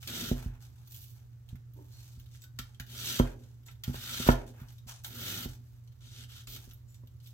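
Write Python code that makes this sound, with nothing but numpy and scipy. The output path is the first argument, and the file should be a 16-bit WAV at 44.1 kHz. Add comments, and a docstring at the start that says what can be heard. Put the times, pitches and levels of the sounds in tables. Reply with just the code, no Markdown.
"""In a kitchen, a chef's knife slices a red onion on a thick wooden block, close to a stereo microphone.
The edge snaps the skin, crunches through countless wet cells and lands on the block with a thump.
The steel rings faintly. Between cuts the fingers shift the pieces, which rustle, creak and squeak
as they stick and slip. An appliance hums in the room."""
import sys
import numpy as np
from scipy import signal
from scipy.fft import rfft, irfft
from scipy.io import wavfile
from scipy.ndimage import uniform_filter1d

SR = 44100
rng = np.random.default_rng(int(sys.argv[2]) if len(sys.argv) > 2 else 0)


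def store_pcm(level_fs):
    """Save levels as 16-bit WAV."""
    pcm = np.round(np.clip(level_fs, -1, 1) * 32767).astype(np.int16)
    wavfile.write(sys.argv[1], SR, np.atleast_2d(pcm).T)


N = 323253
TIME = np.arange(N) / SR

# The tone that thin skin and the blade's face give to bursting cells. Each row: frequency in Hz, gain in dB.
CELL_SPECTRUM = [(400, -30.5), (750, -14.5), (1050, -20), (1390, -7), (2050, -7), (2650, -7), (3250, -0.5),
                 (4100, -1), (5200, -3), (6500, -4.5), (9700, -11.5), (11200, -3), (12900, 7.5), (15800, 0)]
# The notes of the steel blade. Each row: pitch in Hz, relative level in dB, seconds to fade by 60 dB.
BLADE_NOTES = [(1498, -6, 0.18), (3760, -14.5, 0.18), (4270, 6, 0.037), (5660, -4, 0.13), (7105, 6, 0.028),
               (7820, -0.5, 0.059), (11400, -2, .03)]


def amp(db):
    """Turns decibels into a gain."""
    return 10 ** (np.asarray(db) / 20)


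def unit(x):
    """Scales a signal to an average (rms) level of 1."""
    return x / np.sqrt(np.mean(x ** 2) + 1e-20)


def read(points, hz):
    """Reads a curve between its points, on a logarithmic frequency axis."""
    f, value = np.transpose(points)
    return np.interp(np.log(hz + 1), np.log(f + 1), value)


def add(mix, s, sound):
    """Mixes a sound in at s seconds."""
    part = mix[max(round(s * SR), 0):][:len(sound)]
    part += sound[:len(part)]


def band(x, lo_hz, hi_hz):
    """Keeps what lies between two frequencies."""
    return signal.sosfilt(signal.butter(3, [lo_hz, min(hi_hz, .49 * SR)], "band", fs=SR, output="sos"), x)


def colour(x, spectrum, size=2048):
    """Shapes the tone with a filter that lets clicks keep their sharp front."""
    log_gain = np.log(amp(np.maximum(read(spectrum, abs(np.fft.fftfreq(size, 1 / SR))), -90)))
    taps = np.fft.ifft(np.exp(np.conj(signal.hilbert(log_gain)))).real[:size // 2]
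    return signal.oaconvolve(x, taps)[:len(x)]


def bursts(per_s, spread_db):
    """Random clicks: mostly tiny, a few large."""
    size = amp(spread_db * np.minimum(rng.exponential(1, N), 4.5))
    return unit(size * rng.choice([-1, 1], N) * (rng.random(N) < per_s / SR))


def three_bands(clicks, spectrum):
    """Colours clicks and splits them into equally strong bands: fleshy middle, crisp highs, top fizz."""
    x = colour(clicks, spectrum)
    return unit(band(x, 380, 2300)), unit(band(x, 2400, 10000)), unit(band(x, 10200, 19000))


def slide(start, length_s, skew=0.51, power=2.53):
    """The speed of one sliding movement: it rises quickly and falls gradually."""
    progress = np.linspace(0, 1, round(length_s * SR))
    speed = np.zeros(N)
    add(speed, start, abs(np.sin(np.pi * progress ** skew)) ** power)
    return speed


def hum_and_air(waver_db=0.85, hum_lag_s=0.00013, air_db=-55.5, shared_bass=0.95):
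    """An appliance's mains hum wavers a little over soft room noise."""
    # The hum's tones. Each row: pitch in Hz, level in dB.
    hum_tones = [(119.5, -52), (240, -93)]
    # The room noise. Each row: frequency in Hz, relative level in dB.
    air_spectrum = [(15, -56.5), (25, -18.5), (70, -4), (123, -0.5), (148, -18.5), (174, -25.5), (211, -25),
                    (637, -40), (1390, -39), (2590, -46), (7420, -48.5), (9720, -56.5), (13400, -49),
                    (15800, -49)]
    waver = amp(waver_db * unit(band(rng.standard_normal(N), 0.87, 18.0)))
    stereo_time = TIME - [[hum_lag_s], [0]]
    hum = sum(amp(db) * np.sqrt(2) * np.sin(2 * np.pi * hz * stereo_time) for hz, db in hum_tones)
    left, right, both = (colour(rng.standard_normal(N), air_spectrum) for _ in range(3))
    bass = signal.butter(2, 300, fs=SR, output="sos")
    air = np.array([left, right])
    air += shared_bass * signal.sosfilt(bass, both - air)  # long waves reach both sides alike
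    return waver * hum + amp(air_db) * unit(air)


def rustle(level_db=-3):
    """Damp skin catches and lets go in tiny slips as pieces slide on blade, block and fingers."""
    # Each row: start and length in seconds, relative level in dB, middle and fizz in dB against the highs.
    slides = [(0.0, 0.14, -58, -14, -3), (0.333, 0.19, -55.5, -0.5, -3), (0.455, 0.19, -79, 13, -4),
              (0.599, 0.12, -63, -7, -4), (0.68, 0.39, -76.5, -3, -5), (0.854, 0.4, -60.5, -19.5, 4),
              (1.13, 0.19, -74, -1, -4), (1.474, 0.09, -71.5, -2, -6), (1.74, 0.3, -76.5, -4, 1),
              (1.885, 0.53, -65, -11.5, -4.5), (2.301, 0.18, -66, -22, -10), (2.616, 0.22, -73.5, -1, -15),
              (3.191, .2, -57.5, 6, -8), (3.344, 0.38, -77, -3, -8), (3.657, 0.11, -69, 1, -12),
              (3.835, 0.17, -59, -2.5, -2), (4.287, 0.22, -59.5, 8.5, -12), (4.459, 0.077, -62, -7, -5),
              (4.517, 0.3, -71, 8, -1), (4.658, 0.18, -71, -13, -6), (4.867, 0.089, -47, -6.5, -6),
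              (4.916, 0.15, -61, -9, -21), (5.03, .1, -54, -6, 5.5), (5.46, 0.15, -59, -6.5, -4),
              (5.58, 0.37, -79, -3, -1), (6.55, 0.3, -65, -7, -3), (6.867, 0.19, -77, -10, 4),
              (7.217, 0.19, -69, -17, -1)]
    # The tone of the rubbing. Each row: frequency in Hz, gain in dB.
    rub_spectrum = [(410, -26.5), (700, -12), (798, -4), (1090, -13), (1550, -7), (1960, -13.5),
                    (3180, -7.5), (4760, -7.5), (6100, -6), (9500, -14), (13000, -0.5), (15800, -8)]
    middle, crisp, fizz = three_bands(bursts(per_s=1100, spread_db=3.5), rub_spectrum)
    out = amp(-83.5) * (crisp + fizz)  # the fingers never rest entirely
    for start, length_s, db, middle_db, fizz_db in slides:
        out += amp(db) * slide(start, length_s) * (crisp + amp(middle_db) * middle + amp(fizz_db) * fizz)
    return amp(level_db) * out


def snaps(rise_s=0.00048, fade_s=0.0041, ticks_per_s=13, level_db=-1):
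    """Tight skin gives way in a short rush of bursting cells. Damp skin also ticks faintly at random."""
    # Snaps and the louder wet ticks. Each row: start in seconds, relative level in dB,
    # boost of the middle in dB, boost of the fizz in dB.
    skin_snaps = [(0.028, -46, 5, -7), (0.074, -35.5, -24, -5), (0.086, -47.5, 11, -3), (0.874, -62, -4, 7),
                  (0.944, -53, -11, 8), (1.488, -55.5, -19, -5), (1.555, -62, 8.5, 0),
                  (1.735, -70, -11, 11), (2.197, -57.5, 0.5, 5), (2.26, -62.5, 0, -4), (2.348, -59, 4, -8),
                  (2.418, -53.5, -14, 1), (2.438, -53, -7, 2), (2.588, -36, 0.5, -1.5),
                  (2.745, -60, -6, -14), (2.798, -42, 4, -0.5), (3.19, -33, 0, -3), (3.436, -61, -1, -10),
                  (3.662, -56, -16, 4), (3.683, -56.5, 14.5, -14), (3.711, -59, -16, 2),
                  (3.836, -37.5, 0, -2.5), (3.877, -49.5, -1, -2), (4.274, -32.5, 2.5, 1),
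                  (4.305, -62, 1, -5), (4.612, -61.5, 6, 6), (4.684, -56, -18, -7), (4.722, -62, -16, 7),
                  (4.782, -58.5, -14, 0), (5.045, -37.5, -1, -9), (5.16, -53, -9, -3),
                  (5.874, -63, -5, -20), (6.435, -62, -13, 2), (6.471, -43.5, -4, -9), (6.561, -47, 0, -10),
                  (6.71, -54.5, -3.5, -3), (6.734, -66.5, -9, 15), (6.943, -58.5, -7, -1),
                  (7.072, -64, -12, 3), (7.201, -63, -7.5, -10), (7.259, -55.5, -15, -5),
                  (7.271, -57, -16, 3)]
    middle, crisp, fizz = three_bands(bursts(per_s=9000, spread_db=0.5), CELL_SPECTRUM)
    tick_db = -76 + 3 * rng.standard_normal(N)
    ticks = [(TIME[i], tick_db[i], 0, 0) for i in np.flatnonzero(rng.random(N) < ticks_per_s / SR)]
    out = np.zeros(N)
    for start, db, middle_db, fizz_db in skin_snaps + ticks:
        part = slice(round(start * SR), round(start * SR) + SR // 8)
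        t = TIME[part] - TIME[part][0]
        cells = crisp[part] + amp(middle_db - 6.5) * middle[part] + amp(fizz_db + 0.5) * fizz[part]
        add(out, start, amp(db) * cells * (1 - np.exp(-t / rise_s)) * np.exp(-t / fade_s))
    return amp(level_db) * out


def free_blade(skin, ring_db=-16):
    """Each snap sets the steel ringing faintly."""
    t = TIME[:SR // 3]
    ring = sum(amp(db - 60 * t / t60) * np.sin(2 * np.pi * hz * t) for hz, db, t60 in BLADE_NOTES)
    return amp(ring_db) * signal.oaconvolve(skin, ring / np.linalg.norm(ring))[:N]


def wedged_blade(cutting):
    """The blade, gripped and damped by the onion, lifts a few broad notes out of the cutting sound."""
    # Each row: pitch in Hz, width in Hz, gain in dB.
    damped_notes = [(1360, 100, 3.5), (2930, 250, -3), (3185, 80, 2), (3280, 177, -12), (3716, 110, -1.5),
                    (5880, 160, -4), (6400, 120, -9.5), (14070, 170, -26.5)]
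    t = TIME[:SR // 20]
    ring = sum(amp(db) * 2 * np.pi * width / SR * np.exp(-np.pi * width * t) * np.cos(2 * np.pi * hz * t)
               for hz, width, db in damped_notes)
    return cutting + signal.oaconvolve(cutting, ring)[:N]


def stroke(start, deepest, end, swell_db, bite_s=0.0038, release_s=0.0033, ease_db_per_s=34.5):
    """A cut swells until the edge is deepest, then eases. Gives its on-off gain and dB below its peak."""
    t = np.arange(start, end + 8 * release_s, 1 / SR)
    gate = np.minimum((t - start) / bite_s, 1) * np.exp(-np.maximum(t - end, 0) / release_s)
    still_to_go = np.maximum((deepest - t) / (deepest - start), 0)
    under_db = swell_db * still_to_go ** 1.49 + ease_db_per_s * np.maximum(t - deepest, 0)
    return gate, under_db


def block_ring(rocking_db=0):
    """The block's notes: neighbours swing opposite ways, and the lowest is the whole block rocking."""
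    # Each row: pitch in Hz, relative level in dB, seconds to fade by 60 dB.
    block_notes = [(44, -7.5, .32), (91, 2.5, .071), (92, -8, .18), (129, -10, .25), (245, -3.5, .147),
                   (318, -9, .09), (332, 5, .019), (450, -13, .07), (510, -9.5, .035), (685, -12, .04),
                   (800, -20, .025), (1040, -2.5, .02), (1360, -7.5, .026), (1890, -10, .016)]
    t = TIME[:SR // 2]
    notes = [(-1) ** k * amp(db - 60 * t / t60) * np.cos(2 * np.pi * hz * t)
             for k, (hz, db, t60) in enumerate(block_notes)]
    return amp(rocking_db) * notes[0] + sum(notes[1:])


def crunch(level_db=-3, shallow_fizz=0.14, shake_follows=0.58):
    """The edge bursts cells, unevenly as it meets layer after layer, and its drag shakes the block."""
    # Each row: start, deepest bite and end in seconds, relative level in dB, swell from the start in dB,
    # middle and fizz in dB against the highs, shaking of the block in dB.
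    cuts = [(0.068, 0.155, 0.33, -42.5, 8.5, -9.5, -4.5, -48),
            (2.862, 3.097, 3.197, -40, 22.5, -12, -5.5, -55),
            (3.928, 4.253, 4.326, -41, 12, -9, -5.5, -57.5), (5.053, 5.283, 5.452, -43, 23, -8.5, -2, -52),
            (6.005, 6.224, 6.245, -55.5, 11.5, -11.5, -13, -68.5),
            (6.282, 6.317, 6.42, -56, 10, -10, -9, -77), (6.476, 6.55, 6.572, -52.5, 3.5, -15.5, 0, -62.5)]
    layers = amp(1.6 * unit(uniform_filter1d(rng.standard_normal(N), size=220)))
    cells = layers * bursts(per_s=7000, spread_db=3.8)
    middle, crisp, fizz = three_bands(cells, CELL_SPECTRUM)
    shaking = unit(band(signal.oaconvolve(cells, block_ring())[:N], 60, 520))
    out = np.zeros(N)
    for start, deepest, end, db, swell_db, middle_db, fizz_db, block_db in cuts:
        gate, under_db = stroke(start, deepest, end, swell_db)
        part = slice(round(start * SR), round(start * SR) + len(gate))
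        fizz_gain = amp(fizz_db + shallow_fizz * under_db)  # a shallow bite has a larger share of fizz
        tearing = crisp[part] + amp(middle_db) * middle[part] + fizz_gain * fizz[part]
        drag = amp(block_db - shake_follows * under_db) * shaking[part]
        add(out, start, gate * (amp(level_db + db - under_db) * tearing + drag))
    return out


def thumps(crack_db=-3, crack_s=0.0057):
    """Blade or onion hits the block with a smooth push: the shorter the contact, the brighter the ring."""
    # Each row: start in seconds, strength in dB, contact time in milliseconds, boost of the rocking in dB.
    blows = [(0.3136, -18.5, 0.25, 0), (0.459, -15, 1.43, -6), (1.527, -25.5, 1.26, -22),
             (1.545, -28, 1.15, -24), (2.174, -24, 1.95, -14), (2.592, -34.5, 0.58, -1),
             (2.8, -24.5, 1.42, -20), (3.198, -13, .13, 0), (3.878, -20.5, 0.72, -31),
             (3.894, -22, 0.71, -10), (3.943, -38.5, 0.053, -5), (4.2, -29, 0.3, -22),
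             (4.266, -31, 0.038, 10), (4.2882, -11, .05, -1), (4.615, -31, 0.89, -8),
             (4.863, -42.5, 0.69, -4), (5.457, -30.5, 0.28, 0), (6.478, -51, 0.63, 16),
             (6.675, -48.5, 0.32, 6.5), (7.035, -52, 0.12, -11)]
    out, t, ms = np.zeros(N), TIME[:SR // 2], 1000 * TIME[:SR // 40]
    high_notes = unit(band(rng.standard_normal(N), 680, 2100))  # so crowded that they blur into noise
    for start, db, contact_ms, rocking_db in blows:
        push = ms ** 2 * np.exp(-ms / contact_ms)
        crack = amp(crack_db) * np.roll(high_notes, round(start * SR))[:len(t)] * np.exp(-t / crack_s)
        add(out, start, amp(db) * signal.fftconvolve(block_ring(rocking_db) + crack, push / push.sum()))
    return out


def creak(level_db=-55.5):
    """As the fingers grip the onion, uneven slips ring a few faint, low notes."""
    # Each row: pitch in Hz, width in Hz, relative level in dB.
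    creak_notes = [(292, 15, 1), (390, 65, -2), (560, 50, -12), (880, 74, -4)]
    t = TIME[:SR // 8]
    ring = sum(amp(db) * np.exp(-np.pi * width * t) * np.sin(2 * np.pi * hz * t)
               for hz, width, db in creak_notes)
    slips = signal.oaconvolve(bursts(per_s=260, spread_db=2.5), ring)[:N]
    return amp(level_db) * slide(start=1.752, length_s=0.17) * unit(band(slips, 305, 930))


def squeaks(reach_octaves=0.4):
    """Wet onion sticks and slips on the blade, ringing the notes near the pitch that each rub favours."""
    # Each row: start in seconds, length in seconds, level in dB, favoured pitch in Hz.
    rubs = [(1.913, 0.11, -67.5, 4400), (2.412, 0.024, -62.5, 7050), (2.423, 0.03, -69, 1700),
            (3.658, .02, -64, 7000), (6.878, 0.08, -71.5, 7050)]
    out, t = np.zeros(N), TIME[:SR // 4]
    slips = bursts(per_s=500, spread_db=1.5)
    for start, length_s, db, favoured_hz in rubs:
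        run = slips[round(start * SR):round((start + length_s) * SR)]
        ring = sum(amp(note_db - 60 * t / t60) * np.sin(2 * np.pi * hz * t)
                   * np.exp(-(np.log2(hz / favoured_hz) / reach_octaves) ** 2)
                   for hz, note_db, t60 in BLADE_NOTES)
        add(out, start, amp(db) * signal.fftconvolve(unit(run), ring / np.linalg.norm(ring)))
    return out


def pair(x, lag_s):
    """Sound reaches the right side of the microphone a little later."""
    delay = np.exp(-2j * np.pi * np.fft.rfftfreq(N, 1 / SR) * lag_s)
    return np.array([x, irfft(rfft(x) * delay, N)])


def scatter(x, fade_s=0.0069, count=5):
    """Cells burst at ever-changing spots, each with its own quick echoes off blade, hand and block."""
    t = TIME[:SR // 30]
    weights = uniform_filter1d(rng.standard_normal((count, N)), size=200, axis=1)
    weights /= np.linalg.norm(weights, axis=0)
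    echoes = rng.standard_normal((count, 2, len(t))) * np.exp(-t / fade_s)
    echoes /= np.linalg.norm(echoes, axis=2, keepdims=True)
    spots = weights * band(x, 400, 23700)
    return signal.oaconvolve(spots[:, None], echoes, axes=2).sum(0)[:, :N]


def kitchen(x, first_echo_s=0.0038):
    """The room's dense echoes: the highs die away sooner than the lows."""
    # Each row: frequency in Hz, seconds to fade by 60 dB.
    fade_times = [(100, 0.94), (400, 0.46), (1500, 0.24), (5000, 0.22), (14000, 0.18)]
    echoes = rng.standard_normal((2, SR * 2 // 3))
    echoes *= TIME[:echoes.shape[1]] > first_echo_s
    hz, t, bands = signal.stft(echoes, SR, nperseg=256)
    bands[1, hz < 300] = bands[0, hz < 300]  # both sides share the bass
    tail = signal.istft(bands * amp(-60 * t / read(fade_times, hz)[:, None]), SR, nperseg=256)[1]
    return signal.fftconvolve(x[None], tail / np.linalg.norm(tail[0]), axes=1)[:, :N]


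def scene():
    """Onion, knife and block close by, the kitchen around them."""
    skin = snaps()
    onion = wedged_blade(crunch() + skin) + rustle()
    wood = thumps() + creak()
    steel = squeaks() + free_blade(skin)
    near = pair(onion + steel, lag_s=0.00013) + amp(1.5) * scatter(onion) + pair(wood, lag_s=0.00032)
    # the low thump stays dry and close; only the block's higher knock echoes in the room
    into_room = amp(-2) * (onion + steel) + amp(-10) * band(wood, 400, 6000)
    return near + kitchen(into_room) + hum_and_air()


def record(dry, top_hz=15950):
    """The microphone's two sides differ a little in tone, and the very highest treble is cut off."""
    # Each row: frequency in Hz, left level minus right level in dB.
    balance = [(100, -2), (600, -2), (1500, 0.5), (4500, -1.5), (9000, 4), (13500, -5)]
    tilt_db = read(balance, np.fft.rfftfreq(N, 1 / SR))
    heard = irfft(rfft(dry) * amp(np.array([tilt_db, -tilt_db]) / 2), N)
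    low_pass = signal.firwin(511, top_hz, window=("kaiser", 9), fs=SR)
    return signal.oaconvolve(heard, low_pass[None], "same")


dry = scene()
out = record(dry)
store_pcm(out)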